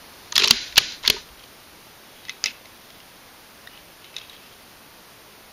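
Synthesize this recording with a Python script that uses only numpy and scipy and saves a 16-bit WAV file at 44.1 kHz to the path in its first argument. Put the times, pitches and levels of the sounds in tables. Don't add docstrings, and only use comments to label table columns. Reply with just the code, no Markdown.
import sys
import numpy as np
from scipy import signal
from scipy.fft import rfft, irfft
from scipy.io import wavfile

SR = 44100
rng = np.random.default_rng(int(sys.argv[2]) if len(sys.argv) > 2 else 0)


def linear_from_db(decibels):
    return 10 ** (np.asarray(decibels, float) / 20)


def dump(signal):
    limited = np.clip(np.atleast_2d(signal).T, -1, 1)
    pcm = np.round(limited * 32767).astype(np.int16)
    wavfile.write(sys.argv[1], SR, pcm)


N = 243431

# start_s, peak_db, lead_mode_hz, top_octave_tick_db, chatter_ms
BOLT_PUSH = [(0.3228, -13.5, 4600, -24, 0.45), (0.3549, -10.5, 3450, -38, 0.39),
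             (0.3571, -6.5, 3630, -9.5, 1.1), (0.3637, 0.5, 5080, -21, 0.53), (0.3763, -30, 3200, -8, 1.5),
             (0.3791, 0, 3700, -14, 3.4), (0.392, -9, 3400, -24, 2.5), (0.397, -9, 3250, -22, 2.6),
             (0.4014, -9.5, 3100, -22, 4.5), (0.4122, -13, 2730, -27, 4.2), (0.42, -8, 2540, -36, 3.8),
             (0.4345, -11, 3330, -32, 0.64), (0.4398, -4, 5240, -23, 2.4), (0.4438, -5, 4120, -26, 3.3),
             (0.4506, -20, 3230, -30, 6.3), (0.4572, -13, 4250, -33, 0.65), (0.4747, -6.5, 2610, -15, 1),
             (0.4815, -5.5, 5450, -25, 3), (0.5019, -20, 4800, -30, 7.8), (0.5085, 8.5, 4260, -16, 3.1),
             (0.5187, -27, 3880, -24, 2.7)]
# start_s, peak_db, lead_mode_hz, top_octave_tick_db, chatter_ms
BOLT_LOCK = [(0.7244, -26, 2690, -31, 2.9), (0.7585, -14, 3500, -35, 1.9), (0.768, -6, 2660, -37, 3.8),
             (0.7787, 6, 2900, -12, 6.7), (0.7856, -26, 3450, -4, 1.1), (0.9214, -22.5, 4060, -46, 4),
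             (1.0353, -23, 3320, -49, 1.2), (1.0416, -26.5, 2030, -27, 2.6), (1.0497, -16.5, 2120, -51, 24),
             (1.0607, -17, 2780, -47, 9.4), (1.0768, 2, 3780, -18, 2.6), (1.0821, -14, 2860, -36, 2.5),
             (1.0996, 1.5, 3720, -12, 1.8), (1.1056, -15, 4600, -20, 5.1), (1.2887, -40, 2900, -12, 3.6),
             (1.3933, -35.5, 3420, -21, 0.33), (1.4375, -31.5, 3150, -16, 4.1)]
# start_s, peak_db, lead_mode_hz, top_octave_tick_db, chatter_ms
GAUGE = [
    (2.2514, -26.5, 2040, -28, 3.6),
    (2.2832, -27.5, 1930, -26, 5.4),
    (2.294, -18.5, 3650, -19, 3.6),
    (2.4399, -3, 4820, -28, 0.35),
    (2.4578, -8.5, 2680, -20.5, 4.8),
    (2.468, -14, 2600, -31, 4.2),
    (2.4844, -28, 2520, -32, 5),
    (2.6557, -29.5, 2610, -31, 1.9),
    (2.9031, -34.5, 3240, -13, 3.5),
    (3.002, -36, 2850, -19, 5.2),
]
# start_s, peak_db, lead_mode_hz, top_octave_tick_db, chatter_ms
GAUGE_BODY = [
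    (2.2945, -19.5, 2050, -37, 0.99),
    (2.44, -12, 2100, -40, 1.3),
    (2.4585, -15, 5070, -40, 4),
    (2.2945, -29, 3480, -40, 4),
    (4.166, -27, 2650, -40, 1.9),
    (4.336, -41, 3260, -40, 7.4),
]
# start_s, peak_db, lead_mode_hz, top_octave_tick_db, chatter_ms
HOOK = [
    (3.6723, -28, 1870, -14, 3.9),
    (4.0438, -30.5, 3010, -26, 3.7),
    (4.142, -34, 2600, -21, 5.3),
    (4.1649, -15.5, 3670, -18, 0.88),
    (4.1828, -22, 3760, -32, 2.5),
    (4.2145, -30.5, 3200, -27, 6.3),
    (4.2962, -30, 3820, -15, 7.9),
    (4.33, -36, 3240, -27, 6),
    (4.4605, -37.5, 2800, -14, 7.2),
    (4.5305, -47, 3180, -26, 6.4),
]
# frequency_hz, density_db
BOLT_STEEL = [(500, -41), (900, -6), (1500, -10), (2200, -13.5), (2700, -1.5), (3300, -2), (4200, 2.5),
              (5200, -4.5), (6300, -7), (7400, -13), (8200, -61), (16000, -99)]
# mode_hz, level_db
GAUGE_STEEL = [(1250, -8), (1700, -13.5), (2050, 3.5), (2350, -9), (2640, -7), (3000, -2.5), (3400, 1),
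               (3800, 5.5), (4300, 0.5), (5000, 4.5), (5400, 3), (5800, 2.5), (6400, 5.5), (7000, 0)]
# start_s, stop_s, start_db, stop_db
SLIDE = [
    (0.356, 0.459, -32, -22.5),
    (0.46, 0.512, -54, -18),
    (0.76, 0.778, -60, -10.5),
    (1.032, 1.082, -41, -25),
]
# peak_time_s, level_db, ringing_hz, rise_s, fall_s (each over 12 dB)
RATTLE = [(.2, -53.5, 4460, 0.4, 0.57), (1.42, -54, 3200, .065, 0.11), (2.17, -54, 3280, 0.091, 0.14),
          (2.3, -43, 3750, 0.026, 0.036), (2.3, -42.5, 2600, 0.026, .04), (2.475, -32, 2630, 0.023, 0.046),
          (2.475, -39, 5050, 0.031, 0.039), (2.95, -56.5, 3500, 0.43, .12), (3.77, -48, 2920, .09, 0.07),
          (4.05, -48, 3120, 0.024, 0.046), (4.18, -43, 3740, .02, .06), (4.21, -46, 2730, 0.093, 0.043),
          (4.345, -46.5, 3260, 0.09, 0.05), (4.46, -52.5, 2730, 0.08, .04), (4.53, -52, 3180, .05, .06)]
# start_s, peak_db, centre_hz
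THUDS = [(0.324, -33.5, 1010), (0.373, -33, 1020), (0.398, -28.5, 395), (0.42, -22, 387),
         (0.445, -21, 1040), (0.466, -27.5, 357), (0.508, -20.5, 209), (0.531, -38, 235),
         (0.779, -15, 1010), (1.04, -31, 940), (1.075, -30, 272), (1.099, -17, 464), (1.141, -29.5, 410),
         (1.164, -31, 940), (2.455, -52, 232)]
# mode_hz, level_db, t60_s
STOCK = [(165, 10, 0.038), (236.3, 1.5, 0.21), (393.4, 7.5, .1), (426.6, 1.5, 0.13), (594, 11, 0.027),
         (940, 5, 0.041), (1239, 5.5, 0.085)]
# peak_time_s, level_db
HANDLING = [
    (.55, -49.5),
    (.77, -48),
    (1.086, -44),
    (1.33, -53),
]
# frequency_hz, density_db
ROOM = [(180, -16), (300, -11), (591, -32), (640, -33), (726, -37), (964, -18), (1340, -33), (1450, -7),
        (4240, -2), (7030, -12.5), (7970, -45), (11800, -36), (13000, -61)]
# mode_hz, level_db
ECHO_LINES = [(1459, -22.5), (2810, -37), (3580, -14.5), (4037, -10), (4226, -16), (4904, -13.5),
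              (5965, -15.5)]
# frequency_hz, density_db
HISS = [(12, -34), (20, -2.5), (120, -0.5), (279, 0), (577, -1), (956, -1.5), (2500, -5), (4720, -7),
        (6400, -10.5), (7500, -18), (8200, -17), (9500, -11.5), (14800, -12.5), (15600, -13.5)]

PUSH_OCT, LOCK_OCT, GAUGE_OCT, BODY_OCT, HOOK_OCT, BRIEF_OCT = 0.52, 0.53, 0.59, 0.28, 0.6, 0.41
HOOK_HZ, HOOK_TILT_DB_PER_OCT = 3200, -8
SLIDE_EDGE_DB_PER_S = 1300
RATTLE_T60_S, RATTLE_OCT, RATTLE_LEAD_DB = 0.019, 0.33, 3
SOFT_REACH_OCT, HARD_REACH_OCT, SOFT_DB, HARD_DB, SOFT_RISE_S = 0.54, 0.87, -22, -19.5, 0.0045
BUMP_HZ, BUMP_T60_S, BUMP_DB = 196, 0.02, -8.5
ROCK_RISE_S, ROCK_FALL_S = 0.059, 0.11
ROOM_DB, ROOM_T60_S, QUICK_T60_S = -14.5, 1.12, 0.16
GATE_DB, GATE_SOFT_DB, GATE_RATIO, BUSY_DB = -22, 1.5, 4.3, 15
DUCK_DB, DUCK_T60_S, DUCK_FROM_DB, DUCK_SPAN_DB = 0.5, 0.17, -25, 10
HISS_DB, SWELL_DB, SWELL_FROM_DB, SWELL_SPAN_DB = -47, 8.5, -30.5, 15
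SETTLE_DB, SETTLE_S = 2, 0.92
SEAM_HZ, SEAM_HALF_HZ, FRAY_HZ, EDGE_HZ = 7860, 160, 600, 1100
TOP_HZ, TOP_LOSS_HZ, LOAD_T60_S, LOAD_FROM_DB, LOAD_SPAN_DB = 15380, 3400, 0.67, -25, 7.5


def level(x, db):
    return x * linear_from_db(db) / np.sqrt(np.mean(x ** 2))


def colour(x, points):
    hz, db = np.transpose(points)
    f = np.fft.rfftfreq(len(x), 1 / SR) + 1
    return irfft(rfft(x) * linear_from_db(np.interp(np.log(f), np.log(hz), db)), len(x))


def band(x, lo_hz, hi_hz, order=3):
    sos = signal.butter(N=order, Wn=[lo_hz, hi_hz], btype="band", fs=SR, output="sos")
    return signal.sosfilt(sos, x)


def ring(hz, gain, t60, size=4096):
    t = np.arange(size) / SR
    modes = np.sin(2 * np.pi * hz[:, None] * t) * linear_from_db(-60 * t / t60[:, None])
    return np.sum(gain[:, None] * modes, axis=0)


def add(out, s, x):
    i = int(s * SR)
    out[i:i + len(x)] += x[:len(out) - i]


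def swell(s, db, rise_s, fall_s):
    t = np.arange(N) / SR - s
    return linear_from_db(db - 12 * np.maximum(-t / rise_s, t / fall_s))


def stored(x, t60):
    keep = linear_from_db(-2 * 60 / t60 / SR)
    built = signal.lfilter([0.006], [1, -0.994], x ** 2)
    return signal.lfilter([1 - keep], [1, -keep], built) + 1e-12


def load(x, t60, from_db, span_db):
    return np.clip((10 * np.log10(stored(x, t60)) - from_db) / span_db, 0, 1)


def slips(rate, scatter_db):
    struck = rng.random(N) < rate / SR
    return struck * rng.standard_normal(N) * linear_from_db(scatter_db * rng.exponential(size=N))


def knocks(events, reach_oct, modes_hz, modes_db, stray_hz, t60, lead_db, scatter_db):
    out, t = np.zeros(N), np.arange(2048) / SR
    for s, peak_db, centre_hz, tick_db, chatter_ms in events:
        spread_oct = reach_oct * (1 + BRIEF_OCT / max(chatter_ms, 0.4))
        luck = rng.standard_normal((2, len(modes_hz) + 1))
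        noise = rng.standard_normal((3, 2048))
        hz = np.append(centre_hz, modes_hz + stray_hz * luck[0, 1:])
        db = np.append(lead_db, modes_db + scatter_db * luck[1, 1:])
        near = np.exp(-0.25 * (np.log2(hz / centre_hz) / spread_oct) ** 2)
        fade = np.exp(-(t / (chatter_ms / 1000)) ** 2.5) + 0.23 * np.exp(-t / 0.004)
        contact = noise[0] * fade * (0.5 + np.exp(-t / 0.0014))
        contact[0] += 7
        contact = irfft(np.exp(1j * np.angle(rfft(contact))))
        contact = contact * np.sqrt(fade) * (1.5 + np.exp(-t / 0.00083))
        gain = near * linear_from_db(db) * (-1.0) ** np.arange(len(hz))
        body = ring(hz, gain, t60 * (hz / 3000) ** -0.4, size=2048)
        knock = band(signal.fftconvolve(contact, body)[:2048], 827, 7630, order=6)
        top_hz = np.interp(peak_db, [-5, -1], [12300, 14600])
        tick = band(noise[1] * fade * np.exp(-t / 0.0065), 8700, top_hz, order=5)
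        tick += band(noise[2] * 0.24 * linear_from_db(-60 * t / 0.034), 9050, 10000, order=5)
        knock = knock / np.abs(knock).max()
        tick = linear_from_db(tick_db) * tick / np.abs(tick).max()
        add(out, s, linear_from_db(peak_db) * (knock + tick))
    return out


def bolt_knocks():
    steel_hz, steel_db = np.transpose(BOLT_STEEL)
    hz = np.linspace(1000, 7400, num=40)
    db = 0.58 * np.interp(np.log(hz), np.log(steel_hz), steel_db)
    bolt = hz, db, 57.5, 0.012, 1.6, 3.3
    return knocks(BOLT_PUSH, PUSH_OCT, *bolt) + knocks(BOLT_LOCK, LOCK_OCT, *bolt)


def gauge_knocks():
    hz, db = np.transpose(GAUGE_STEEL)
    hook_db = db + HOOK_TILT_DB_PER_OCT * np.abs(np.log2(hz / HOOK_HZ))
    ringing = 38.0, 0.022, 8.0, 2.9
    gauge = knocks(GAUGE, GAUGE_OCT, hz, db, *ringing)
    hook = knocks(HOOK, HOOK_OCT, hz, hook_db, *ringing)
    return gauge + hook + knocks(GAUGE_BODY, BODY_OCT, hz, db, *ringing)


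def slide():
    t, gain = np.arange(N) / SR, np.zeros(N)
    drop_db = 0.1 * SLIDE_EDGE_DB_PER_S
    for a, b, a_db, b_db in SLIDE:
        times = [a - 0.1, a, b, b + 0.1]
        gain += linear_from_db(np.interp(t, times, [a_db - drop_db, a_db, b_db, b_db - drop_db]))
    return gain * level(colour(slips(7000, 2), BOLT_STEEL), 0)


def rattle():
    steel_hz, steel_db = np.transpose(GAUGE_STEEL)
    out, tremble = np.zeros(N), slips(1300, 0.82)
    for s, level_db, centre_hz, rise_s, fall_s in RATTLE:
        hz = np.append(centre_hz, steel_hz)
        db = np.append(RATTLE_LEAD_DB, 0.5 * steel_db)
        near = np.exp(-(np.log2(hz / centre_hz) / RATTLE_OCT) ** 2)
        modes = ring(hz, near * linear_from_db(db), np.full(len(hz), RATTLE_T60_S), size=2048)
        rung = signal.fftconvolve(tremble, modes)[:N]
        out += swell(s, level_db, rise_s, fall_s) * level(rung, 0)
    return band(out, 1800, 6500)


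def stock():
    out, (hz, db, t60) = np.zeros(N), np.transpose(STOCK)
    for s, peak_db, centre_hz in THUDS:
        hard = np.clip((peak_db - SOFT_DB) / (HARD_DB - SOFT_DB), 0, 1)
        reach_oct = SOFT_REACH_OCT + hard * (HARD_REACH_OCT - SOFT_REACH_OCT)
        near = np.exp(-(np.log2(hz / centre_hz) / reach_oct) ** 2) + 0.048 * hard
        gain = near * linear_from_db(db + 2 * rng.standard_normal(len(hz)))
        wood = signal.fftconvolve(np.hanning(40), ring(hz, gain, t60, size=8192))
        wood = wood * (1 - (1 - hard) * np.exp(-np.arange(len(wood)) / SR / SOFT_RISE_S))
        bump = ring(np.array([BUMP_HZ]), linear_from_db(np.array([peak_db + BUMP_DB])), np.array([BUMP_T60_S]))
        add(out, s, hard * bump)
        add(out, s, linear_from_db(peak_db) * wood / np.abs(wood).max())
    rocking = sum(swell(s, db, ROCK_RISE_S, ROCK_FALL_S) for s, db in HANDLING)
    return out + rocking * level(band(rng.standard_normal(N), 17, 74), 0)


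def room(x):
    energy = stored(x, ROOM_T60_S)
    heard_db = 10 * np.log10(energy + linear_from_db(2 * BUSY_DB) * stored(x, QUICK_T60_S))
    through_db = -GATE_RATIO * GATE_SOFT_DB * np.logaddexp(0, (GATE_DB - heard_db) / GATE_SOFT_DB)
    through_db -= DUCK_DB * load(x, DUCK_T60_S, DUCK_FROM_DB, DUCK_SPAN_DB)
    wash = level(colour(rng.standard_normal(N), ROOM), ROOM_DB)
    for hz, db in ECHO_LINES:
        wash += level(band(rng.standard_normal(N), hz - 15, hz + 15, order=1), ROOM_DB + db)
    return wash * np.sqrt(energy) * linear_from_db(through_db)


def hiss(steel):
    gain_db = SWELL_DB * load(steel, QUICK_T60_S, SWELL_FROM_DB, SWELL_SPAN_DB)
    gain_db += SETTLE_DB * np.exp(-np.arange(N) / SR / SETTLE_S)
    return level(colour(rng.standard_normal(N), HISS), HISS_DB) * linear_from_db(gain_db)


def starve(x, steel):
    top_hz = TOP_HZ - TOP_LOSS_HZ * load(steel, LOAD_T60_S, LOAD_FROM_DB, LOAD_SPAN_DB)
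    f, t, z = signal.stft(x, SR, nperseg=2048, noverlap=1024)
    chance = rng.random((len(f) // 5 + 1, len(t) // 2 + 1))
    chance = np.repeat(np.repeat(chance, 5, axis=0), 2, axis=1)[:len(f), :len(t)]
    off = np.abs(f - SEAM_HZ)[:, None]
    top = np.interp(t, np.arange(N) / SR, top_hz)
    strain = np.clip((15700 - top) / 2500, 0, 1) * (f > SEAM_HZ)[:, None]
    frayed = chance < 0.5 * np.exp(-off / FRAY_HZ) + 0.45 * strain
    above = chance < 0.5 + (f[:, None] - top) / (400 + EDGE_HZ * strain)
    lost = (off < SEAM_HALF_HZ) | frayed | above
    return signal.istft(z * np.where(lost, linear_from_db(-70), 1), SR, nperseg=2048)[1][:N]


def scene():
    blows = bolt_knocks() + gauge_knocks()
    scrape = slide()
    steel = blows + scrape
    quiet = scrape + rattle() + room(steel) + hiss(steel)
    return (blows + stock() + starve(quiet, steel))[None]


def top_cut(x):
    return signal.sosfilt(signal.butter(12, 16350, fs=SR, output="sos"), x)


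def record(dry):
    return top_cut(np.clip(dry, -1, 1))


dry = scene()
out = record(dry)
dump(out)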